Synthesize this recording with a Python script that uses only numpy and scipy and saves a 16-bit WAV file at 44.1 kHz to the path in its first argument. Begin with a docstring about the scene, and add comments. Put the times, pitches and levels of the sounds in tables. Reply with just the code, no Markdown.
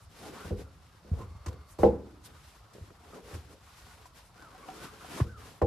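"""Two leather boots are pulled on, on a wooden porch deck: sock and trouser leg rub through the hollow shafts.
The rubbing is coloured noise that swells stroke by stroke, with small leather slips and gliding hollow notes.
Heels knock on the boards and set them ringing, and the deck quivers; the second heel slides home with a whump.
Small scuffs, taps, bumps, pops and a squeak are short bursts of noise or fading tones.
A far bird calls three times and a faint whine comes and goes, over quiet outdoor air made of noise."""
import sys
import numpy as np
from scipy import signal
from scipy.io import wavfile
from scipy.ndimage import map_coordinates

SR = 44100
rng = np.random.default_rng(int(sys.argv[2]) if len(sys.argv) > 2 else 0)


def store_pcm(level_fs):
    """Save levels as 16-bit WAV."""
    pcm = np.round(np.clip(level_fs, -1, 1) * 32767).astype(np.int16)
    wavfile.write(sys.argv[1], SR, np.atleast_2d(pcm).T)


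N = 249826
T = np.arange(N) / SR


def from_db(db):
    """Turn decibels into a gain."""
    return 10 ** (np.asarray(db) / 20)


def rms_one(x):
    """Scale a sound to an average strength (rms) of 1."""
    return x / np.sqrt(np.mean(x ** 2) + 1e-20)


def at_hz(points, hz, column=1):
    """Read one column of a table at a frequency, with frequency on a log scale."""
    points = np.array(points)
    return np.interp(np.log(hz), np.log(points[:, 0]), points[:, column])


def drift(rate_hz):
    """Smooth random wandering with an rms of 1; a higher rate wanders faster."""
    step = 40   # compute one point per 40 samples, then join them with straight lines
    r = np.exp(-2 * np.pi * rate_hz * step / SR)
    steps = rng.standard_normal(N // step + 2002)
    slow = signal.lfilter([1], [1, -2 * r, r * r], steps)[2000:]   # skip the filter's start-up
    return np.interp(np.arange(N) / step, np.arange(len(slow)), rms_one(slow))


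def catching(rate_hz, depth_db):
    """An uneven gain, as when friction catches and lets go; rms 1."""
    return rms_one(from_db(depth_db * drift(rate_hz)))


def low_pass(x, hz, order=2):
    """Take away the treble above a frequency (Butterworth filter)."""
    return signal.sosfilt(signal.butter(order, hz, fs=SR, output="sos"), x + 1e-18)


def band_pass(x, low_hz, high_hz, order=2):
    """Keep only what lies between two frequencies (Butterworth filter)."""
    return signal.sosfilt(signal.butter(order, [low_hz, high_hz], "band", fs=SR, output="sos"), x)


def add(out, start_s, sound):
    """Mix a sound in from a given time on."""
    start = round(start_s * SR)
    out[..., start:start + sound.shape[-1]] += sound[..., :N - start]


def dying(t, t60_s):
    """Exponential fade that loses 60 dB in t60_s seconds."""
    return np.exp(-np.log(1000) * t / t60_s)


def ringing(modes, t, spread, scatter=1):
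    """A struck body: a sum of fading tones, each with its own phase that differs between left and right."""
    sides = spread * np.array([[1], [-1]])
    out = 0
    for k, (hz, db, t60_s) in enumerate(modes):
        phase = scatter * k + sides * (-1) ** k * min(hz / 700, 1)
        out = out + from_db(db) * np.sin(2 * np.pi * hz * t + phase) * dying(t, t60_s)
    return out


# how alike left and right are: pitch_hz, likeness (1 = identical)
LIKENESS = [(60, 0.98), (250, 0.87), (500, 0.8), (1000, 0.62), (2000, .53), (4000, 0.42), (8000, 0.15),
            (13000, 0.2)]


def noise_bands(size):
    """Half-octave bands of stereo noise, as (Hz, band); the two sides are less alike in the treble."""
    edges_hz = 22 * 2 ** np.arange(0, 9.6, .5)
    white = rng.standard_normal((2, 2, size))
    for k, (low, high) in enumerate(zip(edges_hz, edges_hz[1:])):
        mid, side = band_pass(white[k % 2], low, high)
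        hz = np.sqrt(low * high)
        alike = at_hz(LIKENESS, hz)
        yield hz, np.sqrt(1 + alike) * mid + np.sqrt(1 - alike) * side * [[1], [-1]]


def coloured(spectrum, patchy_db):
    """Stereo noise shaped to a spectrum, steeply falling beyond its ends; each band flickers; rms 1."""
    out, flicker = 0, from_db(patchy_db) - 1
    for hz, band in noise_bands(N):
        octaves_out = max(np.log2(spectrum[0][0] / hz), np.log2(hz / spectrum[-1][0]), 0)
        if octaves_out < 2:
            level = from_db(at_hz(spectrum, hz) - 22 * octaves_out)
            out = out + band * level * np.maximum(1 + flicker * drift(16), 0)
    return rms_one(out)


# air resonances inside a boot: pitch_hz, width_hz, level_db
CAVITY = [(314.4, 17, -2), (433.4, 13, 9), (543.5, 13, 11.5), (725, 32, 3), (1050, 240, -4),
          (1470, 120, 3.5)]


def hollow(x, share):
    """Part of a sound passes through the resonances of the boot's cavity; rms 1."""
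    inside = sum(from_db(db) * signal.lfilter(*signal.iirpeak(hz, hz / width_hz, fs=SR), x)
                 for hz, width_hz, db in CAVITY)
    return rms_one((1 - share) * x + share * inside)


def wander(x, depth):
    """The shaft flexes: the sound is read faster and slower, so its resonances drift by a share of their pitch."""
    position = np.cumsum(1 + depth * drift(4)) % (N - 1)
    return np.array([map_coordinates(side, [position], order=3, mode="nearest") for side in x])


def slips(per_s, spread_db):
    """Leather grain sticks and slips: tiny snaps of uneven size in the creased hide; rms 1."""
    sizes = from_db(spread_db * np.minimum(rng.exponential(1, N), 3)) * rng.choice([-1, 1], N)
    happens = rng.random(N) < per_s / SR
    snaps = sizes * happens * (1 + 0.85 * rng.standard_normal((2, N)))
    return rms_one(band_pass(snaps + 1e-18, 900, 3200, order=1))


# strokes of cloth on leather, from the first foot going in to the last leg coming down:
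# start_s, length_s, swell_db (rise during the stroke; negative sinks), hiss_db, shaft_tone_db, rasp_db
STROKES = [(0.085, 0.12, 8, -59, -57, -68), (0.195, 0.092, 2, -54.5, -45, -53),
           (0.308, 0.14, 1, -55.5, -48, -51), (0.418, 0.03, 1, -59, -49, -57),
           (0.549, 0.043, 0, -60, -49, -81), (1.048, 0.14, 9.5, -63.5, -48, -60.5),
           (1.443, 0.084, 7, -67.5, -50.5, -61), (2.217, 0.13, 0, -65.5, -62, -64.5),
           (2.347, 0.21, -3, -65.5, -75, -77), (2.717, 0.22, -7.5, -68.5, -64, -81),
           (2.982, 0.22, 0.5, -66, -58.5, -62.5), (3.123, 0.036, -5, -61, -46.5, -53.5),
           (3.19, 0.12, 4, -60.5, -70, -63), (3.213, 0.13, 18.5, -54.5, -49, -54),
           (3.38, 0.16, 0, -68, -59, -71), (3.592, 0.2, 9.5, -59.5, -72, -66.5),
           (3.795, 0.24, -2, -64, -66.5, -64.5), (4.116, 0.12, -2, -64, -71, -69.5),
           (4.321, 0.24, 3, -66, -59.5, -58), (4.492, 0.22, 18.5, -58.5, -53, -54),
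           (4.719, 0.14, 3, -54, -51.5, -53), (4.878, 0.25, 7.5, -55.5, -54.5, -53.5),
           (5.066, 0.11, 17.5, -48, -45, -46.5), (5.348, 0.11, 9, -57, -52.5, -56.5),
           (5.474, 0.084, -5, -63, -80, -76)]
# clothes stir between strokes: hiss_db, shaft_tone_db, rasp_db
RUSTLE = [-70.5, -73, -71.5]
STROKE_ATTACK_S, STROKE_RELEASE_T60_S = 0.027, 0.38


def stroke_gains():
    """Gains of hiss, shaft tone and rasp: each stroke sets in, swells under pressure and dies away."""
    power = from_db(RUSTLE)[:, None] ** 2 * np.ones(N)
    t = T[:SR]
    attack = 1 - np.exp(-(t / STROKE_ATTACK_S) ** 2)
    for start_s, length_s, swell_db, *levels_db in STROKES:
        swell = from_db(swell_db * (np.minimum(t / length_s, 1) - 1))
        release = dying(np.maximum(t - length_s, 0), STROKE_RELEASE_T60_S)
        add(power, start_s, (from_db(levels_db)[:, None] * attack * swell * release) ** 2)
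    return np.sqrt(power)


# colour of the cloth hiss: pitch_hz, level_db (per Hz)
HISS = [(900, -1), (1800, 0.5), (3000, -1.5), (5000, -3), (7000, -6), (10500, -8.5), (13500, -10.5)]
# colour of the hollow shaft tone: pitch_hz, level_db (per Hz)
SHAFT = [(130, -2), (240, -1), (340, -2), (450, -5), (580, -9.5), (760, -10), (950, -25.5)]
# colour of the leather rasp: pitch_hz, level_db (per Hz)
RASP = [(600, -28.5), (800, 3), (1050, -3), (1350, 2), (1650, -8), (2100, -5.5)]
FLEX = .045   # drift of the shaft's resonances, as a share of their pitch


def rubbing():
    """Cloth hisses on leather, the leather rasps and slips, and the hollow shaft colours the rubbing."""
    hiss_gain, shaft_gain, rasp_gain = stroke_gains()
    hiss = hiss_gain * from_db(2.5) * coloured(HISS, patchy_db=0.5)
    shaft_tone = wander(hollow(coloured(SHAFT, patchy_db=1.5), share=0.44), FLEX)
    sock_drag = catching(rate_hz=55, depth_db=2.5)   # the sock drags unevenly
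    shaft = shaft_gain * shaft_tone * sock_drag
    grain = from_db(-9) * slips(per_s=260, spread_db=4)   # creasing leather
    rasp_tone = wander(hollow(coloured(RASP, patchy_db=1.5), share=0.63), FLEX)
    rasp = rasp_gain * (rasp_tone + grain)
    return (hiss + shaft + rasp) * catching(rate_hz=13, depth_db=1.5)


# hollow notes drawn from the boot by rubbing: start_s, length_s, first_pitch_hz, last_pitch_hz, level_db
HOLLOW_NOTES = [(.22, 0.082, 698, 868, -53), (0.352, .125, 1230, 1520, -54),
                (1.187, 0.057, 1070, 1047, -52.5), (1.48, 0.092, 460, 475, -60),
                (3.121, 0.036, 1176, 1296, -54.5), (3.194, 0.14, 394, 570, -55.5),
                (3.498, 0.079, 515, 565, -60.5)]
NOTE_ROUGHNESS_HZ = 60   # how fast the friction varies; it widens the note


def hollow_notes():
    """Friction excites one narrow air resonance, which glides as the cavity changes."""
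    out = np.zeros(N)
    friction = drift(NOTE_ROUGHNESS_HZ) + 1j * drift(NOTE_ROUGHNESS_HZ)
    friction = friction / np.sqrt(np.abs(friction) ** 2 + 1)   # pressure evens out the strong moments
    for start_s, length_s, first_hz, last_hz, db in HOLLOW_NOTES:
        along = np.clip((T - start_s) / length_s, 0, 1)
        phase = 2 * np.pi * np.cumsum(first_hz + (last_hz - first_hz) * along) / SR
        note = rms_one(np.real(friction * np.exp(1j * phase)))
        swell = np.sqrt(np.abs(np.sin(np.pi * along)))
        out += from_db(db) * swell * note
    return out


# cloth flicks across leather: middle_s, half_width_s, level_db
SWISHES = [(0.031, 0.032, -63.5), (1.714, 0.037, -59), (2.26, 0.018, -51.5), (2.739, 0.0045, -55.5),
           (3.532, 0.017, -62), (4.175, 0.03, -62), (4.27, 0.036, -65.5), (5.445, 0.014, -73)]
# colour of the flicks: pitch_hz, level_db (per Hz)
SWISH = [(1800, -1), (3200, -2), (6000, 0), (10500, -2.5), (13500, -5)]


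def swishes():
    """Cloth flicks across leather: a thin hiss that swells and fades."""
    gain = sum(from_db(db) * np.exp(-((T - middle_s) / half_width_s) ** 2)
               for middle_s, half_width_s, db in SWISHES)
    return gain * coloured(SWISH, patchy_db=2.5)


# the creased shaft pops as it is tugged: start_s, level_db, damping_t60_s
POPS = [(4.549, -48, .15), (4.684, -42, .03), (4.688, -36, 1), (5.047, -37, .05)]
# ring of the shaft's wall: pitch_hz, level_db, t60_s
SHAFT_WALL = [(754, 0, .15), (885, -13, .03), (1055, -12, .05), (1384, -12, .045), (1720, -11, .03),
              (2900, -14, .015)]


def pops():
    """The stiff shaft buckles with a short, woody note."""
    out, t = np.zeros((2, N)), T[:SR // 4]
    note = ringing(SHAFT_WALL, t, spread=0.33)
    for start_s, db, damping_t60_s in POPS:
        add(out, start_s, from_db(db) * note * dying(t, damping_t60_s))
    return out


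# short squeak of stretched leather: middle_s, pitch_hz, half_width_s, level_db
SQUEAKS = [(4.642, 1090, 0.021, -52)]


def squeak(middle_s, hz, half_width_s, db):
    """The stretched leather sticks and slips in one short, rough note with a weak octave."""
    phase = 2 * np.pi * np.cumsum(hz * (1 + .045 * drift(200))) / SR
    note = np.sin(phase) + from_db(-12) * np.sin(2 * phase)
    rough = note * catching(rate_hz=150, depth_db=4)
    return from_db(db) * np.exp(-((T - middle_s) / half_width_s) ** 2) * rough


# the foot knocks inside a boot: start_s, level_db, damping_t60_s
BUMPS = [(0.5092, -31, 3), (2.751, -42, .14), (2.783, -40, .06), (2.906, -46, .1), (3.134, -41.5, .1),
         (3.180, -37.5, .06), (3.353, -39, .12)]
# ring of the boot: pitch_hz, level_db, t60_s
BOOT = [(208, -5, .17), (270, -5, .09), (335, -7, .1), (362, -6, .2), (411, -2, .24), (495, -5, .26),
        (555, -7, .1)]


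def bumps():
    """The foot knocks inside a boot, which answers with a woody note; a foot that stays pressed on damps it."""
    out, t = np.zeros((2, N)), T[:SR // 2]
    note = ringing(BOOT, t, spread=0.5, scatter=0) * (1 - np.exp(-t / 0.0016))
    for start_s, db, damping_t60_s in BUMPS:
        add(out, start_s, from_db(db) * note * dying(t, damping_t60_s))
    return out


def heel_seats(start_s, start_hz, end_hz, fall_s, swell_s, db):
    """The heel drops into its cup and drives the air out: a whump that falls in pitch."""
    out, t = np.zeros(N), T[:SR // 4]
    pitch_hz = end_hz + (start_hz - end_hz) / (1 + t / fall_s)
    push = np.exp(-(np.log((t + 1e-6) / swell_s) / 0.42) ** 2) + 0.25 * dying(t, 0.11)
    add(out, start_s, from_db(db) * push * np.sin(2 * np.pi * np.cumsum(pitch_hz) / SR))
    return out


def cushion(x, hz):
    """A soft contact dulls the sound: two gentle low-passes in a row."""
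    return low_pass(low_pass(x, hz, order=1), hz, order=1)


# boot on boards: start_s, knock_db, contact_cutoff_hz (lower = softer contact), thump_db
BLOWS = [(0.446, -30, 400, -38.5), (.505, -15, 276, -28), (1.046, -25, 160, -67), (1.108, -22, 135, -22.5),
         (1.188, -31, 600, -39), (1.344, -63, 201, -41), (1.463, -34, 900, -32.5), (1.525, -50, 700, -48),
         (1.788, -19.5, 900, -30), (1.8323, -1, 4000, -31), (2.803, -50, 400, -41), (2.904, -53, 670, -65),
         (3.326, -40, 600, -34.5), (5.207, -33, 393, -28), (5.245, -19.5, 192, -41),
         (5.616, -10.5, 3200, -22)]
# ring of the boards under a heel: pitch_hz, level_db, t60_s
BOARDS = [(72, -28, 0.55), (102, -41, 0.7), (132, -32, 0.28), (169, -35, 0.4), (205, -21, 0.33),
          (223, -26, 0.29), (264, -30, 0.32), (320, -21, 0.25), (342, -16, 0.22), (384, -24, 0.3),
          (437, -15, 0.16), (467, -10.5, 0.24), (484, -19, 0.29), (512, -13.5, 0.25), (569, -27, 0.23),
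          (594, -14, 0.11), (674, -36, 0.32), (737, -17, 0.05), (784, -16, 0.13), (808, -25, 0.24),
          (834, -36, 0.35), (871, -28, 0.26), (985, -30, 0.11), (1070, -30, 0.08), (1285, -41, 0.15),
          (1392, -42, 0.07), (1540, -34, 0.04), (1800, -39, 0.04), (1980, -40, 0.05), (2700, -44, 0.02)]
# clack of the hard heel block itself: pitch_hz, level_db, t60_s
HEEL_BLOCK = [(690, -14, 0.011), (1020, -18.5, 0.014)]
# slow bending of the whole deck: pitch_hz, level_db, t60_s
JOISTS = [(46.3, -21, 0.27), (65.7, -7, 0.08), (86.6, 10.5, 0.083), (113.7, -10, 0.34), (120.3, 4.5, 0.082)]
# dense after-ring of deck and porch: pitch_hz, level_db (per Hz), t60_s
AFTER_RING = [(60, 13, 0.21), (150, 3, 0.49), (300, -0.5, 0.92), (497, 6, 0.39), (848, -5.5, 0.46),
              (1160, -12, 0.29), (2240, -18, 0.17), (4950, -16.5, 0.2), (12000, -21.5, 0.13)]
THUMP_LAG_S = .007   # the weight arrives just after the contact


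def heels():
    """Each blow cracks and rings the boards, duller when the contact is soft; its weight bends the deck."""
    out, t = np.zeros((2, N)), T[:SR]
    onset = 1 - np.exp(-(t / .0003) ** 2)
    boards = from_db(1) * ringing(BOARDS, t, spread=.35) * onset
    block = ringing(HEEL_BLOCK, t, spread=.3, scatter=0) * onset
    thump = low_pass(ringing(JOISTS, t, spread=0.51), hz=177, order=3)
    # grit crushed under the heel in the first milliseconds
    grit = band_pass(rng.standard_normal(SR), 1100, 2400)
    crack = from_db(-36) * rms_one(grit) * dying(t, .022)
    # the blow spreads through neighbouring boards and returns from the house wall
    after = 0
    for hz, band in noise_bands(SR):
        after = after + band * from_db(at_hz(AFTER_RING, hz)) * dying(t, at_hz(AFTER_RING, hz, column=2))
    after = from_db(-41.5) * rms_one(after * (1 - np.exp(-t / 0.012)))
    knock = crack + block + boards + after
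    for start_s, knock_db, contact_hz, thump_db in BLOWS:
        add(out, start_s, from_db(knock_db) * cushion(knock, contact_hz))
        add(out, start_s + THUMP_LAG_S, from_db(thump_db) * thump)
    return out


# level relative to the thump
SWAY_DB, SWAY_ATTACK_S, SWAY_T60_S = -12.5, 0.0036, 0.88


def deck_sway():
    """Every thump leaves the deck quivering: a low rumble that builds up quickly and dies slowly."""
    power = np.zeros(N)
    quiver = (1 - np.exp(-T / SWAY_ATTACK_S)) * dying(T, SWAY_T60_S)
    for start_s, _, _, thump_db in BLOWS:
        add(power, start_s + THUMP_LAG_S, (from_db(thump_db + SWAY_DB) * quiver) ** 2)
    # rumble colour: pitch_hz, level_db (per Hz)
    rumble = coloured([(40, -9), (62, 0.0), (80, 3.0), (110, -8.5), (160, -16.5)], patchy_db=0.5)
    return np.sqrt(power) * rumble


# short scuffs of sole and shaft: start_s, bright_db, dull_db, t60_s
SCUFFS = [(0.445, -60, -44, 0.09), (1.202, -54, -39.5, 0.15), (1.46, -36.5, -32, 0.059),
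          (1.481, -41.5, -39, 0.048), (1.783, -40.5, -36.5, 0.24), (1.833, -47, -25, 0.015),
          (2.904, -60, -39, 0.017), (3.335, -45, -43, 0.14), (4.055, -48.5, -58, 0.092),
          (4.421, -52, -39, 0.04), (4.778, -60, -41, 0.036), (5.046, -56, -51, 0.034),
          (5.2, -50, -23, 0.055), (5.616, -42.5, -23, 0.05)]
# colour of the bright part: pitch_hz, level_db (per Hz)
SOLE_BRIGHT = [(1500, -4), (2800, -7), (4500, -2.5), (6300, -0.5), (8500, -7), (13500, -7)]
# colour of the dull part: pitch_hz, level_db (per Hz)
SOLE_DULL = [(300, 7), (550, -15), (800, -10.5), (1030, -8.5), (1400, -6), (2400, -15)]
SOLE_HZ, SOLE_Q = 1030, 10   # main resonance of a scraped sole, and its sharpness


def scuffs():
    """A sole or shaft grazes something: a gritty burst that dies quickly, coloured by the stiff sole."""
    bright, dull, t = np.zeros(N), np.zeros(N), T[:SR // 2]
    for start_s, bright_db, dull_db, t60_s in SCUFFS:
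        stroke = dying(t, t60_s) * (1 - np.exp(-t / (0.12 * t60_s)))   # long scuffs also start more softly
        add(bright, start_s, from_db(bright_db) * stroke)
        add(dull, start_s, from_db(dull_db) * stroke)
    sole = coloured(SOLE_DULL, patchy_db=.5)
    clack = signal.lfilter(*signal.iirpeak(SOLE_HZ, SOLE_Q, fs=SR), sole)
    dull_noise = rms_one(sole + from_db(15) * clack)
    return bright * coloured(SOLE_BRIGHT, patchy_db=2.0) + dull * dull_noise


# the stiff sole is tapped or snaps as it flexes: start_s, level_db
TAPS = [(1.461, -35.5), (1.484, -39), (1.789, -33), (2.905, -59), (4.056, -39.5), (4.424, -52),
        (5.2011, -36)]
# ring of the sole: pitch_hz, level_db, t60_s
SOLE = [(746, -10, 0.046), (998, -4.5, 0.039), (1140, -23, 0.031), (1450, -20.5, 0.027),
        (2670, -22.5, 0.0075)]


def taps():
    """Small dry clacks of the sole, made of quickly fading tones."""
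    out, clack = np.zeros((2, N)), ringing(SOLE, T[:SR // 4], spread=.45)
    for start_s, db in TAPS:
        add(out, start_s, from_db(db) * clack)
    return out


# far bird calls: start_s, level_db
CALLS = [(4.345, -55), (4.755, -52), (5.245, -55)]
# shape of one call: time_into_call_s, pitch_hz, level_db
CALL_SHAPE = [(0, 1200, -20), (.018, 1270, -3), (0.042, 1480, -3), (0.065, 1540, 0), (0.088, 1450, -1),
              (0.108, 1330, 0), (.135, 1230, 1), (.175, 1130, -16)]
HOARSE = .04   # random wobble, as a share of the pitch
YARD_DB, YARD_T60_S = -6, .35   # echoes relative to the direct call


def bird():
    """A far, hoarse call that arches up and down, three times, blurred by echoes from the yard."""
    out, t = np.zeros((2, N)), T[:SR // 5]
    at_s, pitch_hz, shape_db = np.transpose(CALL_SHAPE)
    echoes = rng.standard_normal((2, len(t))) * dying(t, YARD_T60_S)
    yard = from_db(YARD_DB) * echoes / np.sqrt(np.sum(echoes[0] ** 2))
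    yard[:, 0] += 1   # the direct call
    for start_s, db in CALLS:
        hz = np.interp(t, at_s, pitch_hz) * (1 + HOARSE * drift(260)[:len(t)])
        level = from_db(db + np.interp(t, at_s, shape_db))
        call = level * np.sin(2 * np.pi * np.cumsum(hz) / SR)
        flutter = catching(rate_hz=90, depth_db=3.5)[:len(t)]
        add(out, start_s, signal.fftconvolve((call * flutter)[None], yard, axes=1))
    return out


# partials of the far whine: pitch_hz, level_db
WHINE = [(1150, -63), (2130, -73.5), (4380, -76.5)]
WHINE_MIDDLE_S, WHINE_HALF_WIDTH_S, WHINE_WAVER_HZ = 1.47, .3, 70


def whine():
    """A faint, far whine of a few wavering partials comes and goes."""
    partials = 0
    for hz, db in WHINE:
        wavering_hz = hz + WHINE_WAVER_HZ * drift(120)
        partials = partials + from_db(db) * np.sin(2 * np.pi * np.cumsum(wavering_hz) / SR)
    return partials * np.exp(-((T - WHINE_MIDDLE_S) / WHINE_HALF_WIDTH_S) ** 4)


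# colour of the outdoor air: pitch_hz, level_db (per Hz)
AIR = [(25, -5.5), (54, 6.5), (81, 8.5), (143, -0.5), (264, -18.5), (444, -29.5), (678, -3), (950, -17),
       (1300, -7.5), (2000, -37.5), (4400, -20), (7000, -52.5)]


def outdoor_air():
    """Quiet outdoor air: steady coloured noise whose bands flicker."""
    return from_db(-57.5) * coloured(AIR, patchy_db=3)


def scene():
    """Boots close by, over the swaying deck and the outdoor air."""
    rub = rubbing() * from_db([[.5], [-.5]])   # slightly to the left
    leather = hollow_notes() + swishes() + pops() + sum(squeak(*row) for row in SQUEAKS)
    whump = heel_seats(start_s=5.202, start_hz=885, end_hz=33.5, fall_s=0.00158, swell_s=0.018, db=-14.5)
    boots = rub + leather + bumps() + whump + heels() + scuffs() + taps()
    return boots + deck_sway() + bird() + whine() + outdoor_air()


def record(dry):
    """The microphone loses the deepest bass (below 38 Hz); the top is cut above 13500 Hz."""
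    lean = signal.sosfilt(signal.butter(3, 38, "high", fs=SR, output="sos"), dry)
    return signal.sosfilt(signal.ellip(10, .1, 80, 13500, fs=SR, output="sos"), lean)


dry = scene()
out = record(dry)
store_pcm(out)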